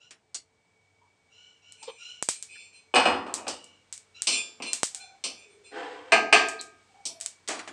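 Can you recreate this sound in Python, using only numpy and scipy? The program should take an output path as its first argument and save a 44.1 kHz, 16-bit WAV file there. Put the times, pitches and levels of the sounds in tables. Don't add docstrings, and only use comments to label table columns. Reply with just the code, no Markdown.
import sys
import numpy as np
from scipy import signal
from scipy.io import wavfile
from scipy.ndimage import uniform_filter1d, minimum_filter1d

SR = 44100
rng = np.random.default_rng(int(sys.argv[2]) if len(sys.argv) > 2 else 0)


def master_out(mix):
    frames = np.transpose(np.atleast_2d(mix))
    ceiling = np.clip(frames, -1, 1)
    pcm = np.round(ceiling * 32767).astype(np.int16)
    wavfile.write(sys.argv[1], SR, pcm)


N = 340452
TIME = np.arange(N) / SR

# start in seconds, level in dB, bass in dB, treble in dB,
# ring against clatter in dB, factor on the decay time.
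COUNTER_KNOCKS = [(.1083, -51.5, -15, 5, -33, 0.34), (.345, -37, -12, 20, -29, 0.34),
                  (7.4765, -38.5, -18, 3, -27, 1), (7.487, -33, -2, 3, -21, 1.0),
                  (7.592, -42.5, -13, -2, -33, 0.23), (7.676, -43, -7, -3, -20, 0.4)]
GRATE_BLOWS = [(1.828, -48.5, -6, 25, -13, 0.6), (2.9395, -22.5, 3.5, -3, 5.5, 0.67),
               (2.956, -17.5, -4.5, 3, -5, 1.01), (3.055, -20, 1, -1.5, -3, 1.005),
               (3.265, -40.5, 7.5, 2, -11, 1.27), (3.375, -43, 5, -8, -4, 1.13),
               (3.468, -36, 5, 3, -5, 0.58), (3.480, -34.5, -7.5, 21.5, -25, 0.72)]
SPOON_TOUCHES = [(4.2705, -23.5, -12.5, -6, 1, 0.99), (4.601, -44, 3, -29, -14, 0.27),
                 (4.622, -37, -7.5, -16.5, 5, 0.99), (5.239, -31.5, -9, -5.5, 3, 0.77),
                 (7.054, -33.5, -4.5, 11.5, -9, 0.58)]
RIM_KNOCKS = [(6.1203, -15, 2.5, -3.5, 0.5, 0.82), (6.3265, -13, -1, -1.5, 0.5, 0.89)]
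# start in seconds, length in seconds, level in dB, top pitch in Hz.
SQUEAKS = [(0, 0.14, -57.5, 1438), (1.293, 0.41, -58, 1466), (1.61, 0.32, -58, 1460),
           (1.977, 0.32, -46, 1452), (3.419, 0.5, -56.5, 1448), (4.142, 0.17, -51.5, 1420)]
# multiple of the pitch, width in Hz, relative level in dB.
SQUEAK_PARTIALS = [(1, 50, -3.5), (1.998, 213, 11), (2.34, 136, -9.5), (2.83, 181, -1), (3.69, 180, -4.5),
                   (4.08, 243, -1.5), (4.9, 690, -4)]
# start in seconds, level in dB, pitch in Hz, width in Hz, length in seconds.
BUMPS = [(0.99, -67, 950, 200, 0.11), (1.816, -49.5, 892, 70, 0.027), (1.87, -42, 478, 44, 0.04),
         (1.871, -48, 970, 300, 0.046), (1.865, -48, 3250, 1510, 0.052), (2.549, -56.5, 1730, 348, 0.03),
         (4.14, -53.5, 3970, 60.3, 0.055), (4.88, -59.5, 765, 98, 0.36), (4.915, -64, 1490, 86, 0.27),
         (5.361, -61, 411, 61, 0.41), (6.585, -41, 4120, 510, 0.038), (6.869, -60.5, 773, 88.7, 0.21),
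         (7.037, -59.5, 666, 39.7, 0.3)]
# start in seconds, level in dB, then low push and room against the snap in dB.
SNAPS = [(1.7228, -31, -35, -2), (2.2261, -11.5, 5.5, -2), (2.2886, -8.5, 5, 5), (2.4262, -19.5, -37, 0.5),
         (2.9486, -19, -33, 3), (3.3407, -10, -7, 2), (3.4803, -29, -13, 14.5), (3.643, -33.5, -23, 0.5),
         (3.9267, -21, -34, 4.5), (3.9784, -28.5, -24, -3), (4.2207, -10, -54, -1.5),
         (4.7326, -6.5, -31, 0.5), (4.8324, -6, 8, 2.5), (4.9476, -16.5, -32, 1.5), (6.4865, -18, -39, 4),
         (6.6124, -21.5, -28, 2), (7.2023, -30.5, -22, 4), (7.2112, -18.5, -38, 4),
         (7.2614, -13, -30, -2.5), (7.487, -15, -28, -2)]
# start in seconds, length in seconds, level in dB, favoured note in Hz.
STROKES = [(1.763, 0.4, -55.5, 2426), (2.266, .14, -51, 2390), (2.478, 0.21, -49, 2356),
           (2.72, 0.081, -51, 2520), (4.302, 0.1, -25, 2493), (4.643, 0.082, -34.5, 2687),
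           (4.987, 0.071, -43, 2450), (5.346, 0.12, -54.5, 2530), (5.476, 0.08, -61.5, 2380),
           (5.63, 0.083, -51, 2430)]

# frequency in Hz, relative level in dB.
AIR_COLOUR = [(15, -43), (25, -8.5), (43, -10.5), (88, 5), (182, 2), (387, -3), (438, -3.5), (578, -1),
              (908, -0.5), (1260, -16), (2030, -11.5), (2240, -14), (2740, -20.5), (8290, -23),
              (10100, -56), (13200, -60), (22000, -120)]
COUNTER_COLOUR = [(35, -69), (60, -40), (307, 5.5), (547, -1.5), (636, 6), (977, -2), (1180, 1), (1290, -1),
                  (1600, -1.5), (3860, -11), (8000, -10.5), (10100, -26.5), (13200, -80), (22000, -120)]
SNAP_COLOUR = [(200, -27.5), (1000, -20), (2000, -14), (3500, -9.5), (6000, -4), (8000, -0.5), (9000, -6),
               (10500, -19.5), (14000, -37.5), (16000, -44)]
RUB_COLOUR = [(120, -72), (200, -21.5), (367, -13), (545, -29), (2060, -34.5), (2470, 4.5), (2680, -0.5),
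              (2900, -10.5), (3250, -18.5), (3510, -4), (3800, -24.5), (4120, -10), (4350, -24.5),
              (6500, -18), (8600, -13), (10100, -28.5), (13200, -76.5), (22000, -120)]
GRATE_COLOUR = [(29, -64), (50, -43.5), (82, -16.5), (133, -29), (259, -6.5), (451, -11), (482, -5.5),
                (879, -2), (2090, -16), (2500, -9.5), (3730, -21.5), (5200, -26), (6940, -33),
                (8480, -28.5), (10100, -58), (13200, -74.5), (22000, -120)]
TOUCH_COLOUR = [(59, -86.5), (100, -31.5), (172, -16.5), (253, -4), (478, -8), (791, -8), (1060, -8),
                (1750, -28), (2380, -9.5), (2940, -7.5), (3430, -10), (5900, -5.5), (6620, -12.5),
                (8510, -7.5), (10100, -24), (13200, -50), (22000, -120)]
SLIDE_COLOUR = [(59, -53), (100, -37), (234, -29), (278, -16), (358, -18.5), (497, -6), (580, -21),
                (746, -9), (997, -12.5), (1650, -17), (3120, -24), (5670, -37.5), (8190, -40.5),
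                (10100, -62), (13200, -107), (22000, -120)]
RIM_COLOUR = [(35, -69.5), (60, -32), (150, -40), (240, -15), (405, -13.5), (432, -3), (536, -27.5),
              (664, -3.5), (1060, -11.5), (1240, -4.5), (1380, -20.5), (1570, -7.5), (1940, -12.5),
              (2460, -5.5), (3860, -20), (4330, -22.5), (4714, -18.5), (4900, -26), (8530, -25.5),
              (10100, -46), (13200, -86), (22000, -120)]
# frequencies in Hz, strengths in dB.
PAN_HZ, PAN_DB = [435, 494, 672, 1197, 1247, 1593, 1711, 2066, 2327, 2402, 2534, 2665, 2729, 3010, 3214,
                  3495, 3632, 4140, 4340, 4530, 4714, 4827, 5021, 5299, 5528, 5705, 6060, 6124, 7187, 7260,
                  7435, 8290, 8560, 8839], [-9, -4, -6.5, -13.5, -6.5, 0.5, -1.5, 2, -10, 2, -3, -10.5, -5, 3.5, -2,
                                  -2, -2.5, 7.5, 9, 1.5, 3.5, 5, 7, 7, -0.5, 6, 6.5, 8.5, 0, 6, 3.5, 6.5,
                                  10, 6.5]
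GRATE_HZ, GRATE_DB = [377, 490, 743, 1120, 1244, 2380, 2535, 2889, 3020, 3488, 4230, 4474, 4673, 5012, 8193,
                      8700], [-2.5, -6, -6.5, -9.5, -11, 2, 6, 8, -0.5, 6, 5.5, 4.5, -4, 6, 11.5,
                                        2.5]
# frequency in Hz, nominal seconds to fall 60 dB.
ROOM_DECAY = [(200, 0.2), (2000, 0.24), (5000, 0.23), (9000, .21), (14000, 0.21)]
CLATTER_DECAY = [(100, 0.75), (400, 0.54), (1000, 0.48), (2500, 0.41), (5000, .33), (8500, 0.29),
                 (13000, 0.56)]
IRON_DECAY = [(430, 0.62), (900, 0.56), (1400, 0.82), (2100, 0.31), (4000, 0.36), (4750, 0.44), (6000, 0.4),
              (7300, 0.37), (9000, 0.19), (12000, 0.31)]


def amp(db):
    return 10 ** (np.asarray(db) / 20)


def unit_rms(x):
    return x / np.sqrt(np.mean(x ** 2) + 1e-20)


def value_at(points, hz):
    f, value = np.transpose(points)
    return np.interp(np.log(hz + 1), np.log(f + 1), value)


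def add(mix, start, sound):
    part = mix[max(round(start * SR), 0):][:len(sound)]
    part += sound[:len(part)]


def colour(x, points, size=4096):
    log_gain = np.log(amp(value_at(points, abs(np.fft.fftfreq(size, 1 / SR)))))
    taps = np.fft.ifft(np.exp(np.conj(signal.hilbert(log_gain)))).real
    return signal.oaconvolve(x, taps[:size // 2])[:len(x)]


def resonate(x, hz, width_hz):
    carrier = np.exp(2j * np.pi * np.cumsum(hz * np.ones(len(x))) / SR)
    pole = np.exp(-np.pi * width_hz / SR)
    return unit_rms((carrier * signal.lfilter([1], [1, -2 * pole, pole * pole], x / carrier)).real)


def dying_noise(decay, stretch=1, uneven=0):
    hz, t, bands = signal.stft(rng.standard_normal(SR), SR, nperseg=256)
    t60 = value_at(decay, hz) * stretch * np.exp(uneven * (2 * rng.random(len(hz)) - 1))
    return signal.istft(bands * amp(-60 * t / t60[:, None]), SR, nperseg=256)[1][:SR]


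def room(x):
    tail = dying_noise(ROOM_DECAY)
    return signal.fftconvolve(x, tail / np.linalg.norm(tail))[:len(x)]


def ringing(modes, touch_db, stretch=1):
    t = np.arange(SR * 3 // 4) / SR
    out = np.zeros(len(t))
    for hz, db in modes:
        strength = amp(db + touch_db * (2 * rng.random() - 1))
        t60 = stretch * value_at(IRON_DECAY, hz)
        out += strength * amp(-60 * t / t60) * np.sin(2 * np.pi * (hz * t + rng.random()))
    return out


def stroke_shape(length, rise_s, release_s, sag_db_per_s):
    t = np.arange(int(length * SR)) / SR
    return np.minimum(t / rise_s, 1) * amp(-sag_db_per_s * t) * np.minimum((length - t) / release_s, 1)


def friction(count, slips_per_s):
    return rng.standard_normal(count) * (rng.random(count) < slips_per_s / SR)


def room_tone():
    noise = rng.standard_normal(N)
    air = amp(-75) * unit_rms(colour(noise, AIR_COLOUR))
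    hum = amp(-79) * resonate(rng.standard_normal(N), hz=96, width_hz=6.7)
    hollow = amp(-80) * resonate(rng.standard_normal(N), hz=440, width_hz=30)
    return air + hum + hollow


def pan_fizz(start_db=-78, growth_db=14, warming_s=4):
    heat = 1 - np.exp(-TIME / warming_s)
    tilt = [(1500, 5), (3000, 3), (8500, -2.5), (10000, -17.5), (14000, -30.5)]
    return amp(start_db + growth_db * heat) * unit_rms(colour(rng.standard_normal(N), tilt))


def trill(pitches_hz=(2255, 2293), db=-71, fade_in_s=1.32):
    tones = sum(resonate(rng.standard_normal(N), hz, width_hz=10) for hz in pitches_hz)
    return amp(db) * unit_rms(tones) * np.minimum(TIME / fade_in_s, 1)


def squeaks(bend=0.054, skew=0.53, swell=2.06, room_db=-4):
    out = np.zeros(N)
    for start, length, db, top_hz in SQUEAKS:
        progress = np.linspace(0, 1, int(length * SR), endpoint=False)
        hz = top_hz * (1 - bend * (1 - np.sin(np.pi * progress)))
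        rasp = rng.standard_normal(SR)[:len(progress)]
        sound = sum(amp(part_db) * resonate(rasp, k * hz, width) for k, width, part_db in SQUEAK_PARTIALS)
        arch = np.sin(np.pi * progress ** skew) ** swell
        add(out, start, amp(db) * unit_rms(sound) * arch)
    return out + amp(room_db) * room(out)


def blows(rows, contact, modes, crack_db, crack_s=0.003, bloom=0.44, bloom_s=0.0076):
    out, t = np.zeros(N), np.arange(SR) / SR
    attack = 1 + amp(crack_db) * np.exp(-t / crack_s) - bloom * np.exp(-t / bloom_s)
    for start, db, bass_db, treble_db, ring_db, stretch in rows:
        ring = unit_rms(colour(ringing(modes, touch_db=2, stretch=stretch), contact))
        reflections = attack * dying_noise(CLATTER_DECAY, stretch, uneven=0.4)
        clatter = unit_rms(colour(reflections, contact)[:len(ring)])
        sound = colour(clatter + amp(ring_db) * ring, [(800, bass_db), (2400, 0), (5000, treble_db)])
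        add(out, start, amp(db) * sound / np.std(sound[:1764]))
    return out


def handling_bumps(room_db=-9):
    out = np.zeros(N)
    for start, db, hz, width, length in BUMPS:
        count = int(length * SR)
        note = resonate(rng.standard_normal(count), hz, width)
        add(out, start, amp(db) * note * signal.windows.tukey(count, 0.7))
    return out + amp(room_db) * room(out)


def sharp_snaps(ring_hz=7900, ring_s=0.00026, push_s=0.00027, bounce_s=0.0013, bounce_db=-12):
    out, t = np.zeros(N), np.arange(SR // 2) / SR
    snap = colour(signal.unit_impulse(len(t)), SNAP_COLOUR)
    snap /= abs(snap).max()
    ring = amp(-8) * np.sin(2 * np.pi * ring_hz * t) * (t / ring_s) * np.exp(1 - t / ring_s)
    push = colour((1 - t / push_s) * np.exp(-t / push_s), [(5000, -4), (12000, -22.5)])
    for start, db, push_db, room_db in SNAPS:
        add(out, start, amp(db) * (snap + ring + amp(push_db) * push + amp(room_db) * room(snap)))
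        add(out, start + bounce_s, amp(db + bounce_db) * snap)
    return amp(-2) * out


def stirring(modes, rasp_db=-16, note_db=-5):
    singing, scraping = np.zeros((2, N))
    for start, length, db, hz in STROKES:
        shape = amp(db) * stroke_shape(length, rise_s=0.022, release_s=0.058, sag_db_per_s=15)
        slips = friction(SR // 2, slips_per_s=2500)
        rasp = shape * unit_rms(colour(slips, RUB_COLOUR)[:len(shape)])
        note = shape * unit_rms(resonate(slips, hz, width_hz=100)[:len(shape)])
        ring = signal.fftconvolve(rasp, ringing(modes, touch_db=5))
        add(singing, start, ring * np.linalg.norm(rasp) / np.linalg.norm(ring))
        add(scraping, start, amp(rasp_db) * rasp + amp(note_db) * note)
    return singing + room(scraping)


def pan_overtones(count=60, low_hz=2300, high_hz=12500):
    hz = rng.uniform(low_hz, high_hz, count)
    db = -5 + 4 * np.clip(rng.standard_normal(count), -2, 1)
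    return np.column_stack([hz, db])


def plate_slide(start_s=5.708, length_s=0.55, db=-33.5):
    out, slips = np.zeros(N), friction(SR, slips_per_s=3000)
    sound = unit_rms(colour(slips, SLIDE_COLOUR)) + amp(-13) * resonate(slips, hz=490, width_hz=90)
    shape = stroke_shape(length_s, rise_s=0.045, release_s=0.02, sag_db_per_s=45)
    add(out, start_s, amp(db) * shape * unit_rms(sound[:len(shape)]))
    return room(out)


def scene():
    pan = np.column_stack([PAN_HZ, PAN_DB])
    grate = np.column_stack([GRATE_HZ, GRATE_DB])
    struck_pan = np.vstack([pan, pan_overtones()])
    mix = blows(RIM_KNOCKS, RIM_COLOUR, struck_pan, crack_db=-11.5)
    mix += blows(SPOON_TOUCHES, TOUCH_COLOUR, struck_pan, crack_db=-15.5)
    mix += stirring(pan)
    mix += blows(GRATE_BLOWS, GRATE_COLOUR, grate, crack_db=-2)
    mix += blows(COUNTER_KNOCKS, COUNTER_COLOUR, grate, crack_db=-9)
    mix += sharp_snaps() + plate_slide() + squeaks() + handling_bumps()
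    mix += room_tone() + pan_fizz() + trill()
    return mix[None]


def record(dry, low_cut_hz=45, ceiling=0.82, top_hz=15400):
    heard = colour(dry[0], [(6500, 0.5), (8700, 3), (9400, 0), (14000, -1)])
    heard = signal.sosfilt(signal.butter(2, low_cut_hz, "high", fs=SR, output="sos"), heard)
    allowed_gain = np.minimum(1, ceiling / (abs(heard) + 1e-9))
    heard *= uniform_filter1d(minimum_filter1d(allowed_gain, size=129), size=129)
    low_pass = signal.firwin(511, top_hz, window=("kaiser", 9), fs=SR)
    return signal.oaconvolve(heard, low_pass, "same")[None]


dry = scene()
out = record(dry)
master_out(out)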